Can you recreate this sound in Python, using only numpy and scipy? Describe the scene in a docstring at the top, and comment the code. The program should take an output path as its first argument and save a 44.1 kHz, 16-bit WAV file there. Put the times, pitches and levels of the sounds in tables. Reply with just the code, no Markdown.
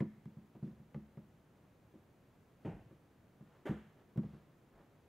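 """A small, quiet kitchen: bread rolls are buttered on a wooden board that lies on a glass hob.
A table knife digs butter from a bowl, ticking on it, and blows of knife and rolls excite the board's modes.
Friction makes the soft rubbing, the scrape of crust on crust and a shove against the counter, which also
carries a few dull bumps. The room reverberates after every blow, over a low steady noise."""
import sys
import numpy as np
from scipy import signal
from scipy.fft import rfft, irfft, next_fast_len
from scipy.io import wavfile

SR = 44100
rng = np.random.default_rng(int(sys.argv[2]) if len(sys.argv) > 2 else 0)


def file_out(sig):
    """Save sig as 16-bit WAV at sys.argv[1]."""
    # one column per channel
    cols = np.atleast_2d(sig).T
    # limit, then scale
    lim = np.clip(cols, -1, 1)
    pcm = np.round(lim * 32767).astype(np.int16)
    wavfile.write(sys.argv[1], SR, pcm)


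N = 224072

# blows on the board, and at 2.65 s the firm start of the shove against the counter: start_s, thump_db,
# clatter_db, tilt_db_per_octave (a short contact is brighter)
BOARD_BLOWS = [(.0065, -26, -39.5, 3.5), (0.258, -40.5, -71, -3), (0.369, -43, -60.5, -2.5),
               (.551, -48, -55.5, 7), (.627, -33.5, -56.5, 0), (.663, -41.5, -63, 8.5),
               (.71, -47, -60, -14), (0.798, -49, -77, -3), (0.946, -42, -50, -17), (0.96, -38, -60, 2),
               (1.173, -41.5, -55, -4.5), (1.939, -49, -68, 14.5), (2.650, -37.5, -48, 2),
               (2.68, -38, -61, -8), (2.91, -52, -61, 13), (3.409, -48.5, -60, -1.5),
               (3.694, -27.5, -52, 4), (4.159, -37.5, -54.5, 6), (4.176, -25, -45.5, -1),
               (4.233, -46, -50, 4), (4.248, -38.5, -57, -11.5), (4.334, -46.5, -56.5, -1)]
# low modes of the loaded board: pitch_hz, level_db, t60_s
BOARD_MODES = [(71.6, -35.5, 0.39), (121, -22.5, 0.16), (152, 3, 0.067), (199.2, -5.5, .11),
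               (253.5, -11.5, 0.1), (317.3, -13, 0.088), (358.7, -18, 0.086), (520.5, -35, 0.11)]
# its dense upper modes: frequency_hz, density_db
CLATTER_SPECTRUM = [(120, -29.5), (300, -7), (500, -3.5), (750, -13), (1100, -16.5), (2000, -29.5),
                    (4000, -41.5), (9000, -55.5)]
def board_knocks(clatter_gain_db=-4, attack_s=0.0066, clatter_t60_s=0.11, radiate_hz=40):
    """Modal vibration: a cushioned blow swings the low modes; the upper ones overlap into a clatter."""
    out, t = np.zeros(N), np.arange(SR // 2) / SR
    for start_s, thump_db, clatter_db, tilt in BOARD_BLOWS:
        thump = ring(BOARD_MODES, t, tilt) * (1 - np.exp(-t / attack_s))
        thump /= np.abs(thump).max()
        clatter = unit(coloured(rng.standard_normal(len(t)), CLATTER_SPECTRUM))
        clatter *= amp(clatter_gain_db - 60 * t / clatter_t60_s)
        add(out, start_s, amp(thump_db) * thump + amp(clatter_db) * clatter)
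    # a small board radiates little deep bass
    return filtered(out, lambda hz: (1j * hz / (radiate_hz + 1j * hz)) ** 2)


# hard contacts of the blade: start_s, level_db, tilt_db_per_octave
BLADE_CONTACTS = [(.0045, -37.5, -3), (0.2563, -50.5, -11), (0.9451, -44.5, -7), (1.172, -58, -4),
                  (4.174, -55.5, 7)]
# resonances of the blade: frequency_hz, density_db
BLADE_SPECTRUM = [(200, -23.5), (700, -11.5), (1400, 1.5), (2100, 6), (2700, -8.5), (3600, -7),
                  (4500, -19.5), (7000, -20), (10000, -31), (16000, -25.5)]
def blade_ticks(gain_db=11, crack_t60_s=0.0082, ring_db=-17, ring_t60_s=0.087):
    """Damping: the struck blade clicks, and butter and fingers absorb its ring at once."""
    out, t = np.zeros(N), np.arange(SR // 8) / SR
    for start_s, level_db, tilt in BLADE_CONTACTS:
        decay = amp(-60 * t / crack_t60_s) + amp(ring_db - 60 * t / ring_t60_s)
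        click = tilted(coloured(rng.standard_normal(len(t)) * decay, BLADE_SPECTRUM), tilt)
        add(out, start_s, amp(level_db + gain_db) * click / np.linalg.norm(click))
    return out


# crust sliding on crust: frequency_hz, density_db
CRUST_SPECTRUM = [(60, -31), (220, -2), (330, 3.5), (510, 1), (720, -4.5), (1050, -12), (1350, -10.5),
                  (1900, -13.5), (2400, -21), (3200, -22.5), (4200, -36), (5500, -40.5), (6500, -36),
                  (9000, -42.5), (15500, -47)]
def crust_skid():
    """Dry friction: a half roll skids over its neighbour's crust before it lands."""
    return scrape(CRUST_SPECTRUM, start_s=3.655, hold_s=0.024, level_db=-43, rise_s=0.001, t60_s=0.29)


# strokes of blade, butter, fingers and bread: start_s, length_s, level_db, tilt_db_per_octave
RUB_STROKES = [(0.613, 0.12, -73.5, 4.5), (2.59, 0.1, -79, 5.5), (3.43, 0.22, -70.5, 1.5),
               (3.955, 0.08, -69, 0), (4.158, 0.32, -73, 3.5), (4.708, 0.16, -66.5, -1)]
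# soft surfaces rubbing: frequency_hz, density_db
RUB_SPECTRUM = [(100, -18), (300, 13), (650, 11), (1400, 3), (2600, -8.5), (4500, -18.5), (5600, -23.5),
                (15000, -41)]
def soft_rubs():
    """Sliding friction: many tiny slips merge into a noise that swells and fades with each stroke."""
    out = np.zeros(N)
    for start_s, length_s, level_db, tilt in RUB_STROKES:
        n = int(length_s * SR)
        friction = tilted(coloured(grains(n, rate_hz=3000, spread_db=3.5), RUB_SPECTRUM), tilt)
        add(out, start_s, amp(level_db) * np.sqrt(np.hanning(n)) * unit(friction))
    return out


# response of the counter: frequency_hz, density_db
COUNTER_SPECTRUM = [(40, -13), (70, -9.5), (125, 3), (190, 1), (240, -9.5), (330, -6), (570, -11),
                    (850, -14.5), (1150, -25.5), (1800, -27.5), (2800, -31.5), (4000, -50), (7000, -54),
                    (15000, -66)]
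def counter_shove():
    """Forced vibration: something shoved against the counter drives it by friction."""
    return scrape(COUNTER_SPECTRUM, start_s=2.648, hold_s=0.014, level_db=-42.5, rise_s=0.0006, t60_s=0.44)


# dull bumps through the counter: start_s, level_db, pitch_hz
COUNTER_BUMPS = [(2.655, -43, 122.6), (2.725, -45, 52.3), (3.701, -41.5, 67), (4.732, -54, 40.6)]
def counter_bumps(attack_s=0.018, t60_s=0.25):
    """Free vibration: the heavy counter swings at a low pitch and dies away."""
    out, t = np.zeros(N), np.arange(SR // 2) / SR
    for start_s, level_db, pitch_hz in COUNTER_BUMPS:
        add(out, start_s, ring([(pitch_hz, level_db, t60_s)], t) * (1 - np.exp(-t / attack_s)))
    return out


# modes of the kitchen: pitch_hz, level_db, t60_s
STANDING_WAVES = [(128.4, -73.5, 0.49), (175.4, -67, 0.32), (214.14, -52.5, 0.32), (303, -62, 0.23)]
# echoes from hard surfaces near the hob: delay_s, level_db
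WALL_ECHOES = [(0.0163, -8), (0.0216, -14), (0.041, -9)]
def kitchen(x, tail_db, wall_db, tails=1, crossfade_s=0.015):
    """Convolution: the room adds standing waves, early echoes and a diffuse tail to the direct sound."""
    t = np.arange(SR // 2) / SR
    early = ring(STANDING_WAVES, t, phase=np.pi / 2)
    early[0] = 1  # the direct path
    for delay_s, level_db in WALL_ECHOES:
        add(early, delay_s, amp([level_db + wall_db]))
    out = signal.fftconvolve(x, early)[:N]
    # several diffuse tails take turns, keeping the reverberation smooth and free of ringing tones
    turn = np.arange(N) / SR / crossfade_s
    for k in range(tails):
        offset = np.abs((turn - k) % tails - tails / 2)
        share = np.cos(np.pi / 2 * np.minimum(offset, 1)) if tails > 1 else 1
        late = signal.fftconvolve((share * x)[None], diffuse_tail(t), axes=1)[:, :N]
        out = out + amp(tail_db) * late
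    return out


# reverberation time of the kitchen: frequency_hz, t60_s
REVERB_TIMES = [(80, 1), (210, 0.3), (560, 0.29), (1500, 0.64), (4000, 0.83), (12000, 0.61)]
def diffuse_tail(t, build_up_s=0.032):
    """Reverberation: reflections build up, then each frequency is absorbed at its own rate."""
    hz, frame_s, bands = signal.stft(stereo_noise(len(t)), SR, nperseg=256)
    decay = amp(-60 * frame_s / along(REVERB_TIMES, hz)[:, None])
    tail = signal.istft(bands * decay, SR, nperseg=256)[1][:, :len(t)]
    tail *= 1 - np.exp(-t / build_up_s)
    return tail / np.linalg.norm(tail[0])


# likeness of left and right: frequency_hz, coherence_ratio
COHERENCE = [(100, 1), (500, 0.877), (1500, 0.71), (3000, 0.73), (6000, 0.64), (15000, 0.57)]
def stereo_noise(n):
    """Spatial coherence: noise at two nearby points is alike in the bass, less so in the treble."""
    def mid_side_gains(hz):
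        angle = np.arccos(np.clip(along(COHERENCE, hz), 0, 1)) / 2
        return np.array([np.cos(angle), np.sin(angle)])
    mid, side = filtered(rng.standard_normal((2, n)), mid_side_gains)
    return np.array([mid + side, mid - side])


# the steady noise floor: frequency_hz, density_db
FLOOR_SPECTRUM = [(20, -8), (45, -10.5), (80, -4.5), (130, 0), (220, -6), (280, -7.5), (360, -9),
                  (550, -13), (1000, -19.5), (1900, -25), (5300, -37), (6500, -35), (8500, -39),
                  (15500, -37)]
def background(room_db=-66, hiss_db=-84, split_hz=4000):
    """Stationary noise: a low room sound crosses over into a faint, even hiss."""
    low_share = lambda hz: 1 / (1 + (hz / split_hz) ** 4)
    floor = lambda hz: amp(along(FLOOR_SPECTRUM, hz))
    room = filtered(stereo_noise(N), lambda hz: floor(hz) * np.sqrt(low_share(hz)))
    hiss = filtered(stereo_noise(N), lambda hz: floor(hz) * np.sqrt(1 - low_share(hz)))
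    return amp(room_db) * unit(room) + amp(hiss_db) * unit(hiss)


def scrape(spectrum, start_s, hold_s, level_db, rise_s, t60_s):
    """Stick-slip: a sliding surface catches and lets go in a short burst of snaps."""
    out, t = np.zeros(N), np.arange(SR // 3) / SR
    stroke = (1 - np.exp(-t / rise_s)) * amp(-60 * np.maximum(t - hold_s, 0) / t60_s)
    snaps = unit(coloured(grains(len(t), rate_hz=2700, spread_db=0), spectrum))
    add(out, start_s, amp(level_db) * stroke * snaps)
    return out


def grains(n, rate_hz, spread_db):
    """Shot noise: tiny snaps of either sign arrive at random."""
    chance, size = rng.random(n), rng.standard_normal(n)
    return (chance < rate_hz / SR) * amp(spread_db * np.clip(size, -2, 2)) * rng.choice([-1, 1], n)


def ring(modes, t, tilt=0, phase=0):
    """Normal modes: a sum of damped sines, tilted in dB per octave from the first."""
    return sum(amp(db + tilt * np.log2(hz / modes[0][0]) - 60 * t / t60_s)
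               * np.sin(2 * np.pi * hz * t + phase) for hz, db, t60_s in modes)


def coloured(x, spectrum, size=4096):
    """Minimum-phase filtering: folding the cepstrum gives a causal response with this spectrum."""
    cepstrum = irfft(np.log(amp(along(spectrum, np.fft.rfftfreq(size, 1 / SR)))))
    fold = np.r_[1, np.full(size // 2 - 1, 2), 1, np.zeros(size // 2 - 1)]
    impulse_response = irfft(np.exp(rfft(cepstrum * fold)))
    return signal.fftconvolve(x, impulse_response)[:len(x)]


def tilted(x, db_per_octave, pivot_hz=1500):
    """Spectral tilt: a slope about a pivot brightens or dulls a sound."""
    return filtered(x, lambda hz: amp(db_per_octave * np.log2(np.maximum(hz, 200) / pivot_hz)))


def filtered(x, response):
    """Linear filtering: the spectrum is multiplied by a frequency response."""
    n = x.shape[-1]
    padded = next_fast_len(n + SR // 4)
    return irfft(rfft(x, padded) * response(np.fft.rfftfreq(padded, 1 / SR)), padded)[..., :n]


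def along(points, hz):
    """Interpolation on a log frequency axis."""
    frequencies, values = np.transpose(points)
    return np.interp(np.log(hz + 1), np.log(frequencies), values)


def add(track, start_s, sound):
    """Superposition: a sound adds to the track from its start time."""
    start = max(0, round(start_s * SR))
    track[start:start + len(sound)] += sound[:len(track) - start]


def amp(db):
    """Decibels to amplitude ratio."""
    return 10 ** (np.asarray(db) / 20)


def unit(x):
    """Normalisation to rms 1."""
    return x / np.sqrt(np.mean(x ** 2) + 1e-20)


def scene():
    """Superposition: board, blade and bread sound in the same small kitchen."""
    board = kitchen(board_knocks(), tail_db=-14.5, wall_db=-5.5)
    blade = kitchen(blade_ticks(), tail_db=-11, wall_db=-18, tails=3)
    sliding = kitchen(counter_shove() + crust_skid() + soft_rubs(), tail_db=-8.5, wall_db=-6.5, tails=4)
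    return board + blade + sliding + counter_bumps() + background()


def record(dry, low_cut_hz=45, top_hz=15700):
    """Band limiting: the deepest bass rolls off and the highest treble is cut."""
    thinned = filtered(dry, lambda hz: 1j * hz / (low_cut_hz + 1j * hz))
    return filtered(thinned, lambda hz: hz < top_hz)


dry = scene()
out = record(dry)
file_out(out)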